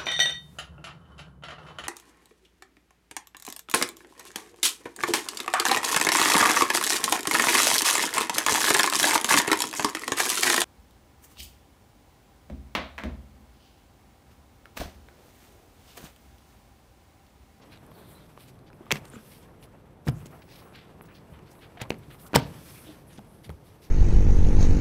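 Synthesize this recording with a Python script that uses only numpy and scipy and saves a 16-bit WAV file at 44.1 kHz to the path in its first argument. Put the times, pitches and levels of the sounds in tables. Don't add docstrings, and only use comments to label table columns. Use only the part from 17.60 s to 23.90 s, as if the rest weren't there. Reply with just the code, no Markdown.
import sys
import numpy as np
from scipy import signal
from scipy.fft import rfft, irfft
from scipy.io import wavfile

SR = 44100
rng = np.random.default_rng(int(sys.argv[2]) if len(sys.argv) > 2 else 0)


def transcribe(u):
    v = np.clip(np.atleast_2d(u).T, -1, 1)
    q = np.round(v * 32767).astype(np.int16)
    wavfile.write(sys.argv[1], SR, q)


def gain_from_db(level_db):
    decades = np.asarray(level_db, float) / 20
    return 10 ** decades


N = 277830


def in_time(rows):
    s, *columns = np.transpose(rows)
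    return [np.interp(np.arange(N) / SR, s, column) for column in columns]


def at_hz(points, hz):
    point_hz, value = np.array(points).T
    return np.interp(np.log(hz), np.log(point_hz), value)


def rms_one(x):
    return x / np.sqrt(np.mean(x ** 2) + 1e-20)


def coloured(spectrum):
    hz = np.maximum(np.arange(N // 2 + 1) * SR / N, 1)
    inside = (hz > spectrum[0][0]) & (hz < spectrum[-1][0])
    white = rfft(rng.standard_normal(N))
    return rms_one(irfft(white * gain_from_db(at_hz(spectrum, hz)) * inside, N))


def drift(rate_hz):
    r = np.exp(-2 * np.pi * rate_hz / SR)
    wander = signal.lfilter([1], [1, -2 * r, r * r], rng.standard_normal(N + SR))
    return rms_one(wander[SR:])


def ring(x, hz, t60_s):
    r = gain_from_db(-60 / (t60_s * SR))
    w = 2 * np.pi * hz / SR
    return signal.lfilter([0, np.sin(w)], [1, -2 * r * np.cos(w), r * r], x)


def bandpass(x, order, low_hz, high_hz):
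    return signal.sosfilt(signal.butter(order, [low_hz, high_hz], "band", fs=SR, output="sos"), x)


def add(out, s, peak_db, sound):
    i = int(s * SR)
    out[i:i + len(sound)] += (gain_from_db(peak_db) * sound / np.abs(sound).max())[:N - i]


# t/s, peak level/dB, ring f/Hz, brightness/dB, slip/ms
SNAPS = [(1.3074, -11.5, 2580, -20, 2), (1.3145, -12, 3500, -4.5, 4.1), (1.321, -13, 2820, 0, 2),
         (1.3215, -15.5, 6900, -14, 2.1), (1.356, -27, 2520, -2, 1.9), (1.357, -32, 5400, -21, 2.0),
         (1.3679, -31, 2550, -25, 4.3), (2.4695, -32.5, 1090, -3, 3.1), (2.476, -26.5, 1890, -22, 4.3),
         (2.483, -25.5, 5360, 2, 2.7), (2.657, -41.5, 6850, -4, 2.9), (4.0243, -45, 2240, -20, 2.1),
         (4.2158, -26, 2620, -4, 2.1), (4.3035, -24.5, 2700, -2, 3.1), (4.3045, -24.5, 4500, 0.5, 2.4),
         (4.3195, -29.5, 885, -26, 2.2), (4.732, -31.5, 2180, -9, 2.8), (4.741, -17.5, 1530, -17, 2.9),
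         (4.7453, -17, 1230, -12, 2.3), (4.7494, -15.5, 2860, -1, 3.3), (4.7565, -13.5, 3755, 6, 3.2),
         (4.7594, -10, 5400, -3, 3.4), (4.7598, -12, 8550, 3, 2.6), (4.7668, -14, 1610, -18, 2),
         (4.7765, -29, 2380, -11, 2.9), (4.789, -32, 3530, 3, 2.9), (4.7974, -31, 3470, -4, 2.9),
         (5.5905, -36, 856, -7, 2), (5.893, -37.5, 2280, 0.5, 2.9), (5.9013, -33.5, 1290, -6, 2.5)]
# t/s, peak level/dB, ring f/Hz
CREAKS = [(0.159, -50, 3970), (0.174, -46, 4000), (0.316, -42, 1200), (0.775, -34.5, 1190),
          (0.99, -54, 4390), (1.1012, -44, 1610), (1.13, -45, 2590), (1.226, -49, 1160), (1.258, -47, 3210),
          (1.266, -39, 1240), (1.5355, -40, 1380), (2.0262, -44, 3300), (2.8195, -46, 2320),
          (3.124, -42, 1000), (3.4375, -53, 3000), (3.7903, -44.5, 2770), (3.952, -49, 2230),
          (3.991, -52, 4000), (4.12, -62, 2220), (4.2122, -34, 2130), (4.253, -42, 2020),
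          (4.3155, -44, 2560), (4.327, -44, 2970), (4.3418, -41, 2240), (4.35, -50, 1310),
          (4.5446, -44, 1250), (4.5505, -43, 1500), (5.583, -43, 3600)]
CREAK_BRIGHT_DB, CREAK_SLIP_MS = -16, 2.53


def cracks():
    out, t = np.zeros(N), np.arange(2048) / SR
    rows = SNAPS + [(*row, CREAK_BRIGHT_DB, CREAK_SLIP_MS) for row in CREAKS]
    draws = rng.standard_normal((len(rows), 3, len(t)))
    for (s, peak_db, hz, bright_db, slip_ms), (body, edge, grit) in zip(rows, draws):
        span = t / (max(slip_ms, .4) / 3000)
        slip = span * np.exp(-span) * gain_from_db(4.8 * grit)
        wide = bandpass(slip * body, 3, 0.19 * hz, min(1.97 * hz, 9500))
        add(out, s, peak_db, rms_one(ring(wide, hz, 10.6 / hz)) + 0.87 * rms_one(wide))
        add(out, s, peak_db + bright_db - 6.5, bandpass(slip * edge, 2, 6200, 15000))
    return out


# t/s, peak level/dB, f/Hz, decay/cycles
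TAPS = [(1.3075, -22, 2300, 3.7), (1.3152, -13.5, 2560, 20), (1.3151, -17, 3780, 26),
        (1.3218, -16, 2700, 19), (1.3562, -35, 2440, 8.2), (1.5356, -40, 1400, 5.0), (2.82, -46, 2400, 3.0),
        (3.1249, -41, 1500, 3.0), (3.4105, -33.5, 1200, 3.0), (4.1727, -37, 1900, 4.0),
        (4.217, -28, 6800, 16), (4.2185, -32, 2200, 8.0), (4.3035, -28, 2950, 12.0),
        (4.304, -20, 2900, 10.0), (4.30535, -21, 2500, 18), (4.3046, -22, 4530, 14.0),
        (4.3055, -30, 6030, 18.0), (4.3165, -37, 2300, 4.0), (4.3203, -33, 1800, 3.0),
        (1.3112, -27, 1450, 6.6), (1.3158, -17, 3180, 12.0), (1.3165, -20, 5000, 16.0),
        (1.3222, -17, 7000, 23), (1.3574, -33, 5340, 16.0), (1.3572, -33, 3000, 6.0),
        (2.4718, -36, 1900, 4.0), (2.4745, -34, 2900, 5.0), (2.4765, -31, 1900, 6.0),
        (2.4792, -30, 2000, 6.0), (2.4845, -28, 1300, 3.0), (2.4892, -30, 2000, 3.0),
        (3.4107, -38, 2500, 5.6), (4.1787, -42, 2300, 4.0), (4.1945, -41, 1900, 10.0),
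        (4.2022, -42, 2000, 6.0), (4.213, -32, 2110, 14.0), (4.2155, -26, 3400, 12),
        (4.0442, -42, 2050, 4.0), (5.2412, -46, 13500, 8.0), (0.265, -52, 8400, 12.0),
        (0.4925, -50, 14000, 12.0), (1.3172, -20, 4200, 14.0), (1.3228, -22, 4300, 10.0),
        (5.5912, -42, 3000, 3.0), (5.8942, -40, 4000, 4.0), (4.3255, -39.5, 3200, 8.0),
        (4.7418, -18, 700, 2), (4.746, -20, 700, 2.5), (4.7515, -33, 12400, 30.0), (4.7607, -8, 910, 2),
        (4.7606, -10.5, 8200, 18.0), (4.7618, -12, 10100, 24), (4.7668, -13, 750, 1.8),
        (5.9, -35, 1200, 1.3)]


def taps():
    out, click = np.zeros(N), np.eye(1, 1024)[0]
    for s, peak_db, hz, cycles in TAPS:
        softened = ring(click, hz, cycles / hz)
        add(out, s, peak_db, ring(softened, hz, 1.55 / hz))
    return out


# t/s, peak level/dB, panel f/Hz
PUSHES = [(1.3252, -20.5, 150), (1.355, -30, 205), (1.539, -34, 239), (1.564, -33, 215), (2.03, -48, 62.5),
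          (2.4675, -23.5, 245), (2.472, -19.5, 156), (2.4841, -11.5, 133.5), (2.508, -28, 111),
          (3.72, -38.5, 70), (4.2146, -28, 110), (4.318, -32, 220), (4.481, -35, 140), (2.628, -39, 150),
          (4.751, -15.5, 210), (4.755, -12, 166), (4.7673, -10.5, 135), (4.949, -39, 124),
          (5.583, -34.5, 211), (5.865, -37.5, 123.7), (5.893, -26.5, 153), (5.901, -29.5, 72.5)]
# t/s, peak level/dB, strip f/Hz, t60/s
KNOCKS = [(1.207, -34, 318, 0.041), (1.3144, -21.5, 426, 0.046), (1.3221, -23, 520, 0.017),
          (2.488, -21.5, 710, 0.0092), (2.658, -33.5, 320, 0.021), (4.172, -40.5, 696, 0.07),
          (4.217, -28.5, 840, 0.026), (4.3043, -15, 410, 0.009), (4.3046, -24, 760, 0.006),
          (2.484, -31, 1010, 0.03), (2.485, -29, 460, 0.04), (2.52, -38, 300, 0.1), (5.268, -41, 310, 0.12),
          (5.438, -42, 330, 0.02), (0.316, -42, 600, 0.02), (4.732, -22, 275, 0.029),
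          (4.742, -19, 311, 0.018), (4.7572, -12, 471, 0.043), (4.76, -35.5, 337, 0.033),
          (4.7594, -6, 860, 0.02), (4.766, -28, 586, 0.036), (4.772, -25, 251.6, 0.31),
          (4.78, -29, 286, 0.29), (5.29, -35.5, 300, 0.16), (5.893, -26.5, 440, 0.0098)]
THUMP_T60_S, PITCH_DAMPING, GRIP_DAMPING = 0.079, 0.73, 0.12


def thumps():
    out, push = np.zeros(N), np.zeros(SR // 3)
    push[:60] = np.hanning(60)
    rows = list(KNOCKS)
    for s, peak_db, hz in PUSHES:
        grip = gain_from_db(-GRIP_DAMPING * (peak_db + 28.5))
        rows.append((s, peak_db, hz, THUMP_T60_S * (200 / hz) ** PITCH_DAMPING * grip))
    for s, peak_db, hz, t60_s in rows:
        main = ring(push, hz, t60_s)
        lower = 0.21 * ring(push, 0.697 * hz, t60_s)
        stiffer = 0.72 * ring(push, 2.185 * hz, 0.38 * t60_s)
        add(out, s, peak_db, stiffer - main - lower)
    return out


# t/s, length/ms, level/dB, low f/Hz, high f/Hz
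GRINDS = [
    (2.444, 30, -57.5, 1500, 15700),
    (2.467, 34.5, -48, 2900, 15500),
    (2.474, 22.6, -39.5, 920, 3000),
    (2.6527, 19, -49, 2400, 17000),
    (4.19, 28, -45, 1230, 4100),
    (4.207, 16, -44, 3900, 14000),
    (4.7495, 12, -28.5, 5300, 11000),
    (4.746, 15.9, -19, 680, 5500),
    (4.755, 5.8, -30.5, 5100, 10400),
    (4.645, 43, -57, 7500, 15700),
]
# t/s, length/ms, level/dB, centre f/Hz
SLIDES = [(.01, 47, -60, 3300), (0.097, 93, -55, 2500), (.77, 140, -61, 2830), (1.059, 50, -61.5, 2830),
          (1.25, 180, -63, 2250), (1.352, 31, -42.5, 2100), (1.68, 150, -61, 3130), (1.82, 31, -63, 5100),
          (2.019, 50, -60, 3040), (2.59, 60, -59, 1680), (2.817, 19, -56.5, 2600), (2.86, 216, -57, 3150),
          (3.123, 121, -52.5, 2320), (3.19, 180, -65.5, 2330), (3.47, 83, -56, 1520),
          (3.53, 93, -59.5, 2870), (3.72, 75, -61.5, 1970), (3.85, 78, -65.5, 2800), (4.0, 94, -56, 2180),
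          (4.41, 65, -64, 2200), (4.17, 21, -51.5, 1840), (4.18, 124, -49, 687), (4.217, 29, -43.5, 2030),
          (4.309, 13, -59, 1900), (4.489, 83, -55.5, 2120), (4.58, 75, -63, 3430), (5.26, 130, -62, 2600),
          (1.5, 130, -60, 2000), (5.572, 20, -56, 3500), (4.764, 12, -33, 3200), (4.762, 58, -41.5, 2900),
          (4.78, 116, -50, 2900), (5.48, 120, -60, 2180), (5.83, 56, -57, 3180), (6.05, 86, -64.5, 3100),
          (6.211, 110, -59, 3470)]
# t/s, length/ms, level/dB, centre f/Hz
RASPS = [(.28, 270, -66.5, 3800), (.42, 230, -70, 3700), (.57, 130, -68.5, 3600), (3.9, 30, -68, 5300),
         (4.64, 51, -55, 1300), (5.07, 70, -65, 5300), (5.18, 88, -62, 11000), (2.5, 61, -65, 11000),
         (2.52, 130, -68, 6800), (2.655, 21, -57, 7050), (2.68, 120, -70, 12100), (1.412, 220, -70, 8460),
         (1.515, 65, -63, 7600), (1.53, 70, -56, 1350), (2.89, 110, -64, 4340), (3.412, 24, -63, 11800),
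         (5.46, 60, -64, 10600), (5.5, 110, -65, 10300), (5.65, 110, -69, 10300), (5.7, 150, -69, 10500),
         (5.5, 100, -66, 5600), (5.825, 65, -64, 10800), (5.835, 40, -62, 4000), (0.33, 80, -66, 13300),
         (4.59, 70, -63, 12200), (1.54, 60, -60, 2800), (5.13, 106, -59, 2370), (5.24, 100, -58, 3300)]
# t/s, length/ms, level/dB, centre f/Hz
SINGS = [
    (.54, 60, -64, 3950),
    (.33, 50, -68, 4300),
    (.3, 30, -70, 13000),
    (1.44, 55, -65, 8800),
    (1.52, 55, -64, 7400),
    (2.03, 32, -63, 10700),
    (5.07, 60, -66, 5300),
    (5.255, 60, -66, 3500),
    (1.57, 50, -60, 1550),
]
# t/s, length/ms, level/dB, low f/Hz
FLICKS = [(.865, 56, -58.5, 1500), (1.325, 79, -51.5, 4000), (1.451, 9, -53, 1500), (1.478, 12, -61, 3000),
          (4.2955, 6.8, -52, 6500), (2.466, 14, -55, 9000), (3.153, 22, -64, 4000), (4.215, 40, -63, 3500),
          (3.45, 36, -63.5, 3000), (3.899, 47, -60.5, 4430), (4.661, 29, -54.5, 2930)]
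# t/s, length/ms, level/dB
BRUSHES = [(.1, 53, -66.5), (.3, 220, -66.5), (.45, 160, -61), (.77, 115, -60.5), (1.11, 100, -73),
           (1.6, 270, -59.5), (2.005, 68, -62), (2.54, 140, -65.5), (2.69, 120, -75), (2.85, 260, -64),
           (3.41, 44, -67), (3.54, 55, -70), (3.685, 90, -69.5), (3.86, 260, -67.5), (4.38, 17, -62),
           (4.49, 100, -61), (4.57, 125, -58), (4.98, 330, -56.5), (5.47, 116, -66), (5.82, 77, -68),
           (5.9, 31, -67), (6.03, 100, -66), (6.2, 110, -62.5)]
BRUSH_LOW_HZ, BRUSH_TOP_HZ, FLICK_TOP_HZ = 8700, 15100, 15350
SLIDE_SPREAD, RASP_SPREAD, SING_SPREAD = 1.82, 1.173, 1.05
BRUSH_PEAK, SLIDE_PEAK, RASP_PEAK, FLICK_PEAK, GRIND_PEAK = .42, .3, .4, .3, .85


def stroke_rows():
    rows = [(*row, BRUSH_LOW_HZ, BRUSH_TOP_HZ, BRUSH_PEAK) for row in BRUSHES]
    for table, spread, peak in [(SLIDES, SLIDE_SPREAD, SLIDE_PEAK), (RASPS, RASP_SPREAD, RASP_PEAK),
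                                (SINGS, SING_SPREAD, RASP_PEAK)]:
        rows += [(s, ms, db, hz / spread, hz * spread, peak) for s, ms, db, hz in table]
    rows += [(*row, FLICK_TOP_HZ, FLICK_PEAK) for row in FLICKS]
    return rows + [(*row, GRIND_PEAK) for row in GRINDS]


SKIN_GRAIN_DB, PLASTIC_GRAIN_DB = 1.2, 2.4
CATCHES_PER_S, CATCH_DB, CATCH_SPREAD_DB = 400, 7, 3


def strokes():
    out = np.zeros(N)
    slip = drift(160) + 0.19 * drift(36)
    white = signal.lfilter([1], [1, -.55], rng.standard_normal((2, N)))
    catches = rng.random(N) < CATCHES_PER_S / SR
    catch_db = CATCH_DB + CATCH_SPREAD_DB * np.minimum(rng.exponential(1, N), 3)
    white[1] += catches * gain_from_db(catch_db) * np.sign(white[0])
    for s, ms, level_db, low_hz, high_hz, peak in stroke_rows():
        i = int(s * SR)
        part = np.linspace(0, 1, min(int(ms * SR / 1000), N - i))
        here = slice(i, i + len(part))
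        rise_fall = np.interp(part, [0, np.clip(peak, .05, .95), 1], [0, 1, 0])
        swell = np.sin(1.2 * rise_fall) ** 1.3
        plastic = int(low_hz < 6000 and high_hz > 2 * low_hz)
        noise = rms_one(bandpass(white[plastic, here], 3, low_hz, high_hz))
        grain_db = PLASTIC_GRAIN_DB if plastic else SKIN_GRAIN_DB
        out[here] += gain_from_db(level_db + 1.5 + grain_db * slip[here]) * swell * noise
    return out


# t/s, peak level/dB, f/Hz
TICKS = [(0.194, -57, 11700), (0.2349, -59, 14800), (0.2648, -51, 10700), (0.34, -55, 11000),
         (0.4908, -47, 13000), (0.501, -50, 12500), (1.257, -57, 14300), (1.4526, -62, 8700),
         (1.5002, -39, 8900), (4.296, -48, 13000), (4.3174, -55, 10600), (5.24, -48, 11000)]


def ticks():
    out, t = np.zeros(N), np.arange(512) / SR
    for s, peak_db, hz in TICKS:
        burst = rng.standard_normal(len(t)) * t * np.exp(-t / .0005)
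        add(out, s, peak_db, bandpass(burst, 2, 0.92 * hz, min(1.1 * hz, 16000)))
    return out


# t/s, f/Hz, level/dB
SQUEAK = [
    (2.92, 11900, -80),
    (2.96, 12000, -74),
    (2.995, 12720, -72),
    (3.015, 12750, -73),
    (3.085, 11200, -78),
    (3.12, 11150, -80),
    (3.155, 11550, -79),
    (3.19, 11000, -90),
]
# t/s, f/Hz, level/dB
WHINES = [
    [(2.55, 15660, -90), (2.9, 15660, -82), (3.07, 15660, -73), (3.1, 15660, -78)],
    [(3.41, 15640, -81), (3.5, 15640, -78), (3.6, 15640, -82)],
    [(3.05, 9300, -80), (3.08, 9000, -78), (3.115, 8700, -82)],
    [(3.405, 11700, -70), (3.42, 11500, -66), (3.435, 11300, -74)],
]


def squeaks():
    out, t = np.zeros(N), np.arange(N) / SR
    for rows in [SQUEAK, *WHINES]:
        hz, level_db = in_time(rows)
        to_edge_s = np.minimum(t - rows[0][0], rows[-1][0] - t)
        fade = np.clip(to_edge_s / 0.017, 0, 1)
        phase = 2 * np.pi * np.cumsum(hz + 25 * drift(120)) / SR
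        out += np.sqrt(2) * fade * gain_from_db(level_db + 1 + 4.2 * drift(35)) * np.sin(phase)
    return out


# t/s, pressure level/dB, speed level/dB
RUBBING = [(0, 4, 1), (.65, 0.5, 4.5), (1.1, -3.5, -3), (1.44, 9, 4), (1.63, 0.5, 10.5), (1.95, 1, -1),
           (2.4, -4, -5.5), (2.56, 3, 4.5), (3.14, 6, 1), (3.4, 4, -1.5), (4.12, 3, 0), (4.45, 3, 3),
           (4.71, 5.5, 4.5), (4.82, 11, 9.5), (5.09, -4, 16), (5.32, 0.5, 11), (5.45, -6, 2.5),
           (6.3, -6.5, 1.5)]
# f/Hz, level/dB per Hz
SCUFF = [(530, -56), (900, 3.5), (1800, 0), (1990, 0), (2180, 0.5), (3300, -2.5), (5250, -23.5),
         (7100, -13), (8000, -7.5), (10400, -29.5), (17600, -120)]
HISS = [(3240, -1), (5500, -0.5), (6300, -2), (7000, -9), (8000, -5), (11100, 0.5), (13800, -3.5),
        (15200, -6), (16000, -21.5)]
DRAG = [(180, -50), (300, -0.5), (600, -2.5), (1000, -4), (1600, -11.5), (3000, -22.5)]
SCUFF_DB, HISS_DB, DRAG_DB = -70, -72, -63.5
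SCUFF_BY_PRESSURE, SCUFF_BY_SPEED = 0.2, 0.78


def rubbing():
    pressure_db, speed_db = in_time(RUBBING)
    grip = drift(25)
    scuff_db = SCUFF_DB + SCUFF_BY_PRESSURE * pressure_db + SCUFF_BY_SPEED * speed_db + 2.2 * grip
    scuff = gain_from_db(scuff_db) * coloured(SCUFF)
    hiss = gain_from_db(HISS_DB + speed_db + 0.89 * grip) * coloured(HISS)
    drag = gain_from_db(DRAG_DB + pressure_db + 3.3 * drift(16)) * coloured(DRAG)
    return scuff + hiss + drag


# f/Hz, t60/s
ROOM_T60 = [(60, 0.65), (250, 0.48), (1000, 0.25), (4000, 0.15), (8000, 0.092), (16000, 0.052)]
# f/Hz, level/dB
ROOM_COLOUR = [(60, 0), (250, -2.5), (1000, -1), (3000, -5), (8000, -2.5), (16000, 5.5)]
ROOM_DB = -19.5


def room(x):
    t, tail = np.arange(SR // 2) / SR, 0
    white = rng.standard_normal((2, len(t)))
    for k, low_hz in enumerate(45 * 2. ** np.arange(8)):
        octaves = 2 if k == 7 else 1
        band = bandpass(white[k % 2], 2, low_hz, min(low_hz * 2 ** octaves, .45 * SR))
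        centre_hz = low_hz * np.sqrt(2)
        decay_db = -60 * t / at_hz(ROOM_T60, centre_hz)
        tail = tail + band * gain_from_db(at_hz(ROOM_COLOUR, centre_hz) + decay_db)
    tail *= np.clip(t / 0.0044 - 1, 0, 1)
    return gain_from_db(ROOM_DB) * signal.fftconvolve(x, tail / np.sqrt(np.sum(tail ** 2)))[:N]


# f/Hz, level/dB per Hz
AIR = [(12, -26.5), (20, 1.5), (60, 0.5), (150, 3), (222, -2.5), (485, -7.5), (542, -9.5), (849, -14),
       (1810, -27), (4300, -37.5), (5680, -45.5), (11400, -54), (14700, -53), (16000, -56)]
AIR_DB = -51.5


def ventilation():
    return gain_from_db(AIR_DB + 0.47 * drift(0.77)) * coloured(AIR)


def scene():
    near = cracks() + taps() + thumps() + strokes() + ticks()
    return (near + room(near) + rubbing() + squeaks() + ventilation())[None]


def low_pass(x):
    return signal.sosfilt(signal.butter(12, 16490, fs=SR, output="sos"), x)


def record(dry):
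    mix = signal.sosfilt(signal.butter(2, 45, "high", fs=SR, output="sos"), dry)
    top_cut = signal.ellip(10, .5, 60, 15720, fs=SR, output="sos")
    mix = signal.sosfilt(top_cut, np.clip(mix, -1, 1))
    return low_pass(mix)


dry = scene()
out = record(dry)
transcribe(out)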